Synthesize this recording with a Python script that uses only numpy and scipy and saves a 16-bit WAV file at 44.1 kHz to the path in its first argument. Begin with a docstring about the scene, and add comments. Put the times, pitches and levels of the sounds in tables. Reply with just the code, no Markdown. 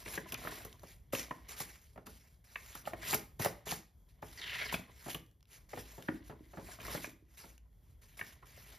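"""Hands open, brush, flip and tap paper cards on a table, heard close and in stereo.
From the start skin and paper slide with a grainy hiss of filtered clicks, the sheets flap as resonances,
and fingertips tap and creases snap as short noise bursts. From 3 s dragged edges also ring with a
gliding pitch; from 6 s a half-open card booms as a decaying sine.
Throughout, a low rumble over faint hiss fills the small quiet room and scattered echoes follow the cards."""
import sys
import numpy as np
from scipy import signal
from scipy.fft import rfft, irfft
from scipy.io import wavfile
from scipy.ndimage import uniform_filter1d

SR = 44100
rng = np.random.default_rng(int(sys.argv[2]) if len(sys.argv) > 2 else 0)


def transcribe(u):
    """Save the signal u as a 16-bit wav file named by the first command-line argument.

    u: samples, shape (n,) or (channels, n), limited to [-1, 1]; the rate is SR.
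    q: integer samples, one column per channel.
    """
    v = np.clip(np.atleast_2d(u).T, -1, 1)
    q = np.round(v * 32767).astype(np.int16)
    wavfile.write(sys.argv[1], SR, q)


N = 387198  # samples

# Strokes of skin or paper over paper:
# start t/s, length/s, hiss level at the end/dB, swell from start to end/dB
STROKE_EVENTS = [(0.0, 0.04, -60.5, -4.5), (0.053, 0.1, -44, 10), (0.235, 0.055, -53, 30),
                 (0.377, 0.11, -50, 6.5), (0.512, 0.22, -66.5, -19.5), (0.744, 0.17, -57.5, 19),
                 (1.129, 0.075, -42, 1), (1.293, 0.19, -73.5, -10.5), (1.488, 0.032, -48.5, 0),
                 (1.566, 0.045, -42, 10), (1.69, 0.33, -81.5, -24), (2.062, 0.28, -73.5, -14.5),
                 (2.445, 0.34, -55, 12), (2.841, 0.024, -48, 28), (2.961, 0.16, -34, 33.5),
                 (3.397, 0.034, -36.5, 9.5), (3.66, 0.049, -36.5, 16.5), (4.091, 0.023, -74, -7.5),
                 (4.224, 0.44, -51, 12), (4.709, 0.019, -40, 28), (4.83, 0.23, -54.5, 27),
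                 (5.071, 0.03, -42.5, 16), (5.475, 0.068, -54, 21), (5.693, 0.11, -50.5, 12.5),
                 (5.855, 0.32, -65.5, -7.5), (6.24, 0.038, -60.5, 10), (6.404, 0.32, -51.5, 27.5),
                 (6.799, 0.15, -43, 15.5), (6.987, 0.056, -47, 11), (7.218, 0.13, -64, 33.5),
                 (7.376, 0.13, -62.5, -10.5), (7.686, 0.22, -73, 38), (8.019, 0.18, -72.5, -9),
                 (8.174, 0.16, -62.5, -8.5), (8.42, 0.056, -71, 8), (8.458, 0.29, -58.5, 5.5)]
# Spectrum of the sliding hiss: f/Hz, relative level per Hz/dB
HISS_SPECTRUM = [(1500, -14), (2120, -8.5), (2930, -14), (7000, -13), (9100, -13.5), (14000, -14),
                 (15800, -27)]
# Contact closes over GRIP_S; the hiss dies as the hand lifts
GRIP_S, LIFT_DB_PER_S = 0.0062, 259.5
# How hard the sheet flexes: t/s, flap level/dB
FLEX_CURVE = [(0.0, -68.5), (.49, -52), (.96, -86), (1.48, -68.5), (1.81, -92), (2.6, -87.5), (3.05, -58.5),
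              (3.3, -88), (3.62, -72), (3.9, -104), (4.3, -70), (4.7, -53), (5.04, -76.5), (5.32, -101),
              (5.9, -69), (6.52, -78), (6.93, -51), (7.15, -85), (7.86, -90), (8.28, -76), (8.78, -67.5)]
# Modes of a flexing card: f/Hz, filter width/Hz, relative level/dB
SHEET_MODES = [(119, 35, 5), (287, 600, 0.5), (623, 220, -1), (956, 190, 1.5)]
# Modes of a scraped edge: f/Hz, filter width/Hz, relative level/dB
EDGE_MODES = [(2100, 600, 9.5), (2970, 2050, 2)]
EDGE_OVER_FLAP_DB = -3  # a flexing sheet also scrapes its edge
# Jerks of a dragged edge: start t/s, length/s, top level/dB, ring from f/Hz, ring to f/Hz
DRAG_EVENTS = [(3.012, 0.075, -56.5, 2050, 2700), (3.085, 0.022, -49, 2070, 3200),
               (4.372, 0.027, -49, 5030, 4000), (4.407, 0.039, -50.5, 3890, 3100),
               (4.458, 0.2, -47, 2800, 2000), (4.645, 0.062, -48.5, 5200, 2300)]
DRAG_SWELL_DB, DRAG_FADE_DB_PER_S = 2, 898
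DRAG_RING_DB, DRAG_WIDTH_HZ = -1, 1200  # gliding ring: level over the pull, filter width
# Taps and snaps: t/s, level of the knock/dB, sheet pitch f/Hz,
# nominal crack level over the knock/dB, thud level over the knock/dB
TAP_EVENTS = [(0.059, -38, 2040, -19, -3), (0.078, -40.5, 2000, -14, -6.5), (0.176, -28.5, 1770, -26, -3.5),
              (0.322, -33, 2580, 3.5, -7), (0.345, -33, 2630, -23, -30), (0.449, -37.5, 1220, -23, 0.5),
              (0.472, -30.5, 1450, -30, -40), (0.649, -41.5, 495, 7, 0), (0.833, -42, 600, -8, -0.5),
              (1.132, -26, 520, -19.5, -1), (1.149, -27.5, 2650, -3.5, -22), (1.309, -28.5, 990, -26, -6.5),
              (1.603, -36.5, 1000, 8.5, -3), (1.959, -47.5, 620, -21, -2), (1.976, -41, 720, -22, -2.5),
              (2.067, -47.5, 1260, 4.5, 3), (2.557, -28, 2020, -24, -27), (2.752, -40, 990, 4, -8),
              (2.853, -45, 2820, -12.5, -7.5), (2.873, -26, 650, -18.5, -16), (2.933, -31, 660, -17.5, -2),
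              (3.129, -27.5, 860, 1.5, -3.5), (3.136, -23, 2160, -6, -21), (3.144, -32, 780, 15, 2.5),
              (3.153, -44, 1010, -18.5, -17.5), (3.397, -38.5, 585, -5, 9.5), (3.447, -27, 700, 1, -4),
              (3.457, -18.5, 620, -9.5, -11.5), (3.468, -34, 1320, -14, -16),
              (3.667, -37.5, 593, -27.5, 1.5), (3.721, -30, 770, -21, -4), (4.226, -35.5, 810, -45, -4),
              (4.725, -31, 956, -32, -7), (4.741, -23.5, 2460, -30, -8), (5.062, -42, 596, -31.5, 6),
              (5.083, -36, 623, -19, -3), (5.146, -31.5, 2820, -2, -5.5), (5.733, -35, 800, -24, -1),
              (5.774, -37.5, 500, -19, 1), (5.98, -49, 705, -5.5, 8), (6.085, -26.5, 1440, -43, -5.5),
              (6.296, -45.5, 675, -31, 8), (6.534, -47, 750, -31, 3), (6.572, -48.5, 1840, -32, 10.5),
              (6.8, -45, 2500, -21.5, -4), (6.85, -40.5, 1520, 4, -5.5), (6.879, -39, 1110, -16, -1),
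              (6.948, -30.5, 510, -19, -2.5), (6.975, -36.5, 2100, -13, -17),
              (7.043, -30.5, 2010, -20, -8.5), (7.439, -50.5, 800, -18, 1), (8.192, -34, 2130, -12, -34),
              (8.212, -27, 1750, -31, -15.5), (8.426, -48.5, 1050, -23, -10),
              (8.576, -50.5, 605, -18, -7.5)]
# Modes of a struck card: f/Hz, filter width/Hz, relative level/dB
KNOCK_MODES = [(640, 160, 1), (1210, 370, 4.5), (1740, 500, 1.5)]
# Hard taps are short, soft ones linger: knock level/dB, decay time of the blow by 60 dB/s
TAP_DECAY = [(-46, 0.05), (-38, 0.03), (-28, 0.022)]
# Snaps of creases in the paper: t/s, peak level/dB
CREASE_SNAPS = [(0.0588, -55), (0.08, -36), (0.27, -51), (0.2867, -50), (0.343, -24.5), (0.62, -42),
                (0.728, -42), (0.795, -47), (1.196, -25), (2.069, -44), (3.717, -21), (5.264, -54),
                (5.3132, -58), (5.4076, -56), (5.4282, -53), (5.455, -57), (5.4814, -65), (6.0247, -39),
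                (6.868, -32), (7.5794, -46.5),]
# Booms of the half-open card, like a small box: t/s, initial level/dB
BOX_BOOMS = [(6.089, -21.5), (6.121, -34), (6.143, -45), (6.16, -46), (6.407, -40), (6.976, -33),
             (7.075, -37), (7.224, -52)]
BOX_HZ, BOX_T60_S = 302, 0.057
# Stereo width: f/Hz, side over mid level/dB
SIDE_OVER_MID = [(40, -11), (150, -14), (700, -6.5), (1250, -4.5), (1600, 6.5), (1750, -11.5), (2400, -14),
                 (4500, -45.5), (6000, -22), (11000, -20), (14000, -28.5)]
# Spectrum of the room's air: f/Hz, relative level per Hz/dB
AIR_SPECTRUM = [(26, -46), (40, -7), (55, -8.5), (120, -14), (220, -30.5), (450, -37), (2900, -59.5),
                (3300, -45.5), (3700, -56), (15500, -47)]
AIR_DB, AIR_SWELL_DB = -64, 2.5  # middle level, rms size of its swell
# Phase of right over left: f/Hz, phase/turns
STEREO_PHASE = [(5200, 0), (5600, .1), (7300, .3), (7900, .5), (8900, .5), (9400, .62), (10900, .92),
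                (11300, 1), (12900, 1), (13400, 1.18), (14400, 1.4), (15000, 1.5)]
BAND_EDGE_HZ = 15860


def handling():
    """Friction and flexure: sliding hisses, a dragged edge rings, the sheet flaps and shakes the table."""
    t = np.arange(N) / SR
    flap_db = np.interp(t, *np.transpose(FLEX_CURVE))
    fine = grit(per_s=2400, spread_db=1.5, smooth=0.7, flutter_db=1.35)
    coarse = grit(per_s=650, spread_db=0.5, smooth=0.78, flutter_db=7.0)
    rasp = grit(per_s=1900, spread_db=5.0, smooth=1.2, flutter_db=2.5)
    fibre_snaps = grit(per_s=81, spread_db=5.5, smooth=0, flutter_db=1.5)
    crackle = ring(fibre_snaps, [(3700, 12000, 0)])

    grain = patchy(colour(fine, HISS_SPECTRUM), patch_db=2.5)
    hiss = strokes(t) * (grain + amp(-14) * crackle)

    pull, ring_hz = drag(t)
    edge = (amp(flap_db + EDGE_OVER_FLAP_DB) + pull) * ring(rasp, EDGE_MODES)
    edge += amp(DRAG_RING_DB) * pull * glide(rasp, ring_hz, DRAG_WIDTH_HZ)

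    flap = amp(flap_db) * ring(coarse, SHEET_MODES)
    shake_db = -57.0 + 0.27 * (flap_db + 54.0)  # the table follows the flap only in part
    table_modes = [(55.0, 24, 1.0), (94, 170, -18.0)]
    shake = amp(shake_db) * ring(rng.standard_normal(N), table_modes)
    return hiss + edge + flap + shake


def strokes(t):
    """Addition of incoherent powers: each stroke grips, swells or slackens evenly in dB, and dies away."""
    power = np.zeros(N)
    for start, length, end_db, swell_db in STROKE_EVENTS:
        first = max(round((start - GRIP_S) * SR), 0)
        at = slice(first, round((start + length + .4) * SR))
        left = start + length - t[at]  # seconds to the end; negative during the lift
        level_db = end_db - swell_db * np.clip(left / length, 0, 1)
        level_db += LIFT_DB_PER_S * np.minimum(left, 0)
        grip = np.clip(1 + (t[at] - start) / GRIP_S, 0, 1)
        power[at] += (grip * amp(level_db)) ** 2
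    return np.sqrt(power)


def grit(per_s, spread_db, smooth, flutter_db):
    """Stick-slip of fibres: sparse clicks of uneven size in smooth noise, with an uneven grip."""
    size = amp(spread_db * np.minimum(rng.exponential(1, N), 4))
    clicks = size * (rng.random(N) < per_s / SR)
    clicks *= rng.choice([-1., 1.], N)
    grip = uniform_filter1d(rng.standard_normal(N), size=400)
    grip = evened(uniform_filter1d(grip, size=400))
    return (evened(clicks) + smooth * rng.standard_normal(N)) * amp(flutter_db * grip)


def patchy(x, patch_db):
    """Modulation by moving contact over the paper's grain: bands swell and fade in small patches."""
    bands = signal.stft(x, nperseg=256)[2]
    # smoothed over about 35 ms and 1 kHz
    patches = uniform_filter1d(rng.standard_normal(bands.shape), size=12, axis=1)
    patches = uniform_filter1d(patches, size=6, axis=0)
    bands = bands * amp(patch_db * evened(patches))
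    return evened(signal.istft(bands, nperseg=256)[1][:N])


def drag(t):
    """Jerky friction: each jerk swells a little and stops short; gives the gain and the ring's pitch."""
    gain, hz = np.zeros(N), np.full(N, float(DRAG_EVENTS[0][3]))
    for start, length, top_db, from_hz, to_hz in DRAG_EVENTS:
        done = np.clip((t - start) / length, 0, 1)
        level_db = top_db - DRAG_SWELL_DB * (1 - done)
        level_db -= DRAG_FADE_DB_PER_S * np.maximum(t - start - length, 0)
        grip = np.clip((t - start) / GRIP_S, 0, 1)
        gain = np.maximum(gain, grip * amp(level_db))
        hz = np.where(t >= start, from_hz + (to_hz - from_hz) * done, hz)
    return gain, hz


def glide(x, hz, width_hz):
    """Heterodyne resonance: shifts the curve hz down to zero, smooths there, and shifts back."""
    turn = np.exp(2j * np.pi * np.cumsum(hz) / SR)
    r = np.exp(-np.pi * width_hz / SR)
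    smoothed = signal.lfilter([1], np.convolve([1, -r], [1, -r]), x / turn)
    return evened((turn * smoothed).real)


def taps():
    """Impact excitation: a short crack, the card's knock with the struck patch ringing, a dull thud."""
    out, t = np.zeros(N + 6000), np.arange(6000) / SR
    fingertip = signal.butter(4, 3600, fs=SR, output="sos")  # softness removes treble
    thud_modes = [(297, 170, -1.5), (189.4, 223, 3), (385.0, 540, -1.5)]
    noises = rng.standard_normal((len(TAP_EVENTS), 3, 6000))
    for (s, db, hz, crack_db, thud_db), (blow_noise, crack_noise, thud_noise) in zip(TAP_EVENTS, noises):
        t60 = np.interp(db, *np.transpose(TAP_DECAY))
        blow = blow_noise * np.minimum(t / 0.001, 1) * amp(-60 * t / t60)
        blow = signal.sosfilt(fingertip, blow)
        knock = ring(blow, [(hz, 0.39 * hz + 60, 0)]) + 0.52 * ring(blow, KNOCK_MODES)
        bright = crack_noise - 0.78 * np.roll(crack_noise, 1)
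        crack = bright * (amp(-60 * t / 0.029) + 0.54 * amp(-60 * t / 0.091))  # snap, then a short fizz
        thud = ring(thud_noise * amp(-60 * t / (3.43 * t60)), thud_modes)
        tap = knock / abs(knock).max()
        tap += amp(crack_db) * crack / 3 + amp(thud_db) * thud / abs(thud).max()
        out[round(s * SR):][:6000] += amp(db) * tap
    return out[:N]


def ticks():
    """Sudden release of creases: snaps a few milliseconds long, to which the sheet lends its middle ring."""
    out, t = np.zeros(N), np.arange(600) / SR
    for (s, db), noise in zip(CREASE_SNAPS, rng.standard_normal((len(CREASE_SNAPS), 600))):
        snap = noise * amp(-60 * t / 0.0085)
        snap = snap + 1.8 * resonate(snap, 3000, 3500)
        out[round(s * SR):][:600] += amp(db) * snap / abs(snap).max()
    return out


def hollow():
    """Cavity resonance: one low mode, slightly detuned each time, starts softly and decays."""
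    out, t = np.zeros(N), np.arange(6000) / SR
    for (s, db), detune in zip(BOX_BOOMS, rng.standard_normal(len(BOX_BOOMS))):
        hz = BOX_HZ * (1 + 0.028 * detune)
        boom = np.sin(2 * np.pi * hz * t) * np.minimum(t / 0.0023, 1)
        out[round(s * SR):][:6000] += amp(db - 60 * t / BOX_T60_S) * boom
    return out


def scatter(x, t60):
    """Diffuse reverberation: dense reflections of random sign and size that die away exponentially."""
    t = np.arange(round(SR / 2)) / SR
    tail = rng.standard_normal(len(t)) * amp(-60 * t / t60)
    return signal.oaconvolve(x, tail / np.linalg.norm(tail))[:N]


def decorrelated(x):
    """Decorrelation: random phase, smoothed over time and pitch, makes the side diffuse."""
    bands = signal.stft(x, nperseg=512)[2]
    phase = uniform_filter1d(rng.standard_normal(bands.shape), size=6, axis=1)
    phase = uniform_filter1d(phase, size=3, axis=0)
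    bands = bands * np.exp(3j * evened(phase))  # 3 rad rms
    return signal.istft(bands, nperseg=512)[1][:N]


def room_air():
    """Stationary background noise: a low rumble over a faint hiss, together swelling slowly."""
    swell = evened(uniform_filter1d(rng.standard_normal(N), size=6000))
    air = evened(colour(rng.standard_normal(N), AIR_SPECTRUM))
    return amp(AIR_DB + AIR_SWELL_DB * swell) * air


def amp(db):
    """Definition of the decibel: level to amplitude ratio."""
    return 10 ** (np.asarray(db) / 20)


def evened(x):
    """Normalization to an rms value of 1."""
    return x / np.sqrt(np.mean(x ** 2) + 1e-20)


def read(points, hz):
    """Interpolation of a curve along logarithmic frequency."""
    f, value = np.transpose(points)
    return np.interp(np.log(hz + 1), np.log(f + 1), value)


def colour(x, points):
    """Linear filtering: multiplies the spectrum by a gain curve in dB."""
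    gain = amp(read(points, np.fft.rfftfreq(len(x), 1 / SR)))
    return irfft(rfft(x) * gain, len(x))


def resonate(x, hz, width):
    """Damped oscillator: a two-pole resonance of peak gain 1."""
    return signal.lfilter(*signal.iirpeak(min(hz, SR / 3), hz / width, SR), x)


def ring(x, modes):
    """Modal superposition: each mode filters twice, and the sum has rms 1."""
    parts = (amp(db) * resonate(resonate(x, hz, width), hz, width) for hz, width, db in modes)
    return evened(sum(parts))


def scene():
    """Superposition of the cards, their reverberation and the room, spread to two channels as mid and side."""
    cards = handling() + taps() + ticks() + hollow()
    echo_spectrum = [(300, -1.5), (700, -8), (2000, -7.0), (8000, -10.5)]  # f/Hz, level/dB
    echoes = amp(-2.5) * colour(scatter(cards, 0.33), echo_spectrum)
    mid = cards + echoes + room_air()
    side = colour(decorrelated(mid), SIDE_OVER_MID)
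    return np.array([mid + side, mid - side])


def record(dry):
    """Stereo phase: a typed curve turns right ahead of left in the treble; then the band is limited."""
    turns = read(STEREO_PHASE, np.fft.rfftfreq(N, 1 / SR))
    rotation = np.exp(1j * np.pi * np.array([-turns, turns]))  # half the phase on each channel
    channels = irfft(rfft(dry) * rotation, N)
    bass_cut = signal.butter(4, 34, "high", fs=SR, output="sos")  # of the capsule
    channels = signal.sosfilt(bass_cut, channels)
    treble_cut = signal.firwin(511, BAND_EDGE_HZ, window=("kaiser", 9), fs=SR)
    return signal.oaconvolve(channels, treble_cut[None], "same")


dry = scene()
out = record(dry)
transcribe(out)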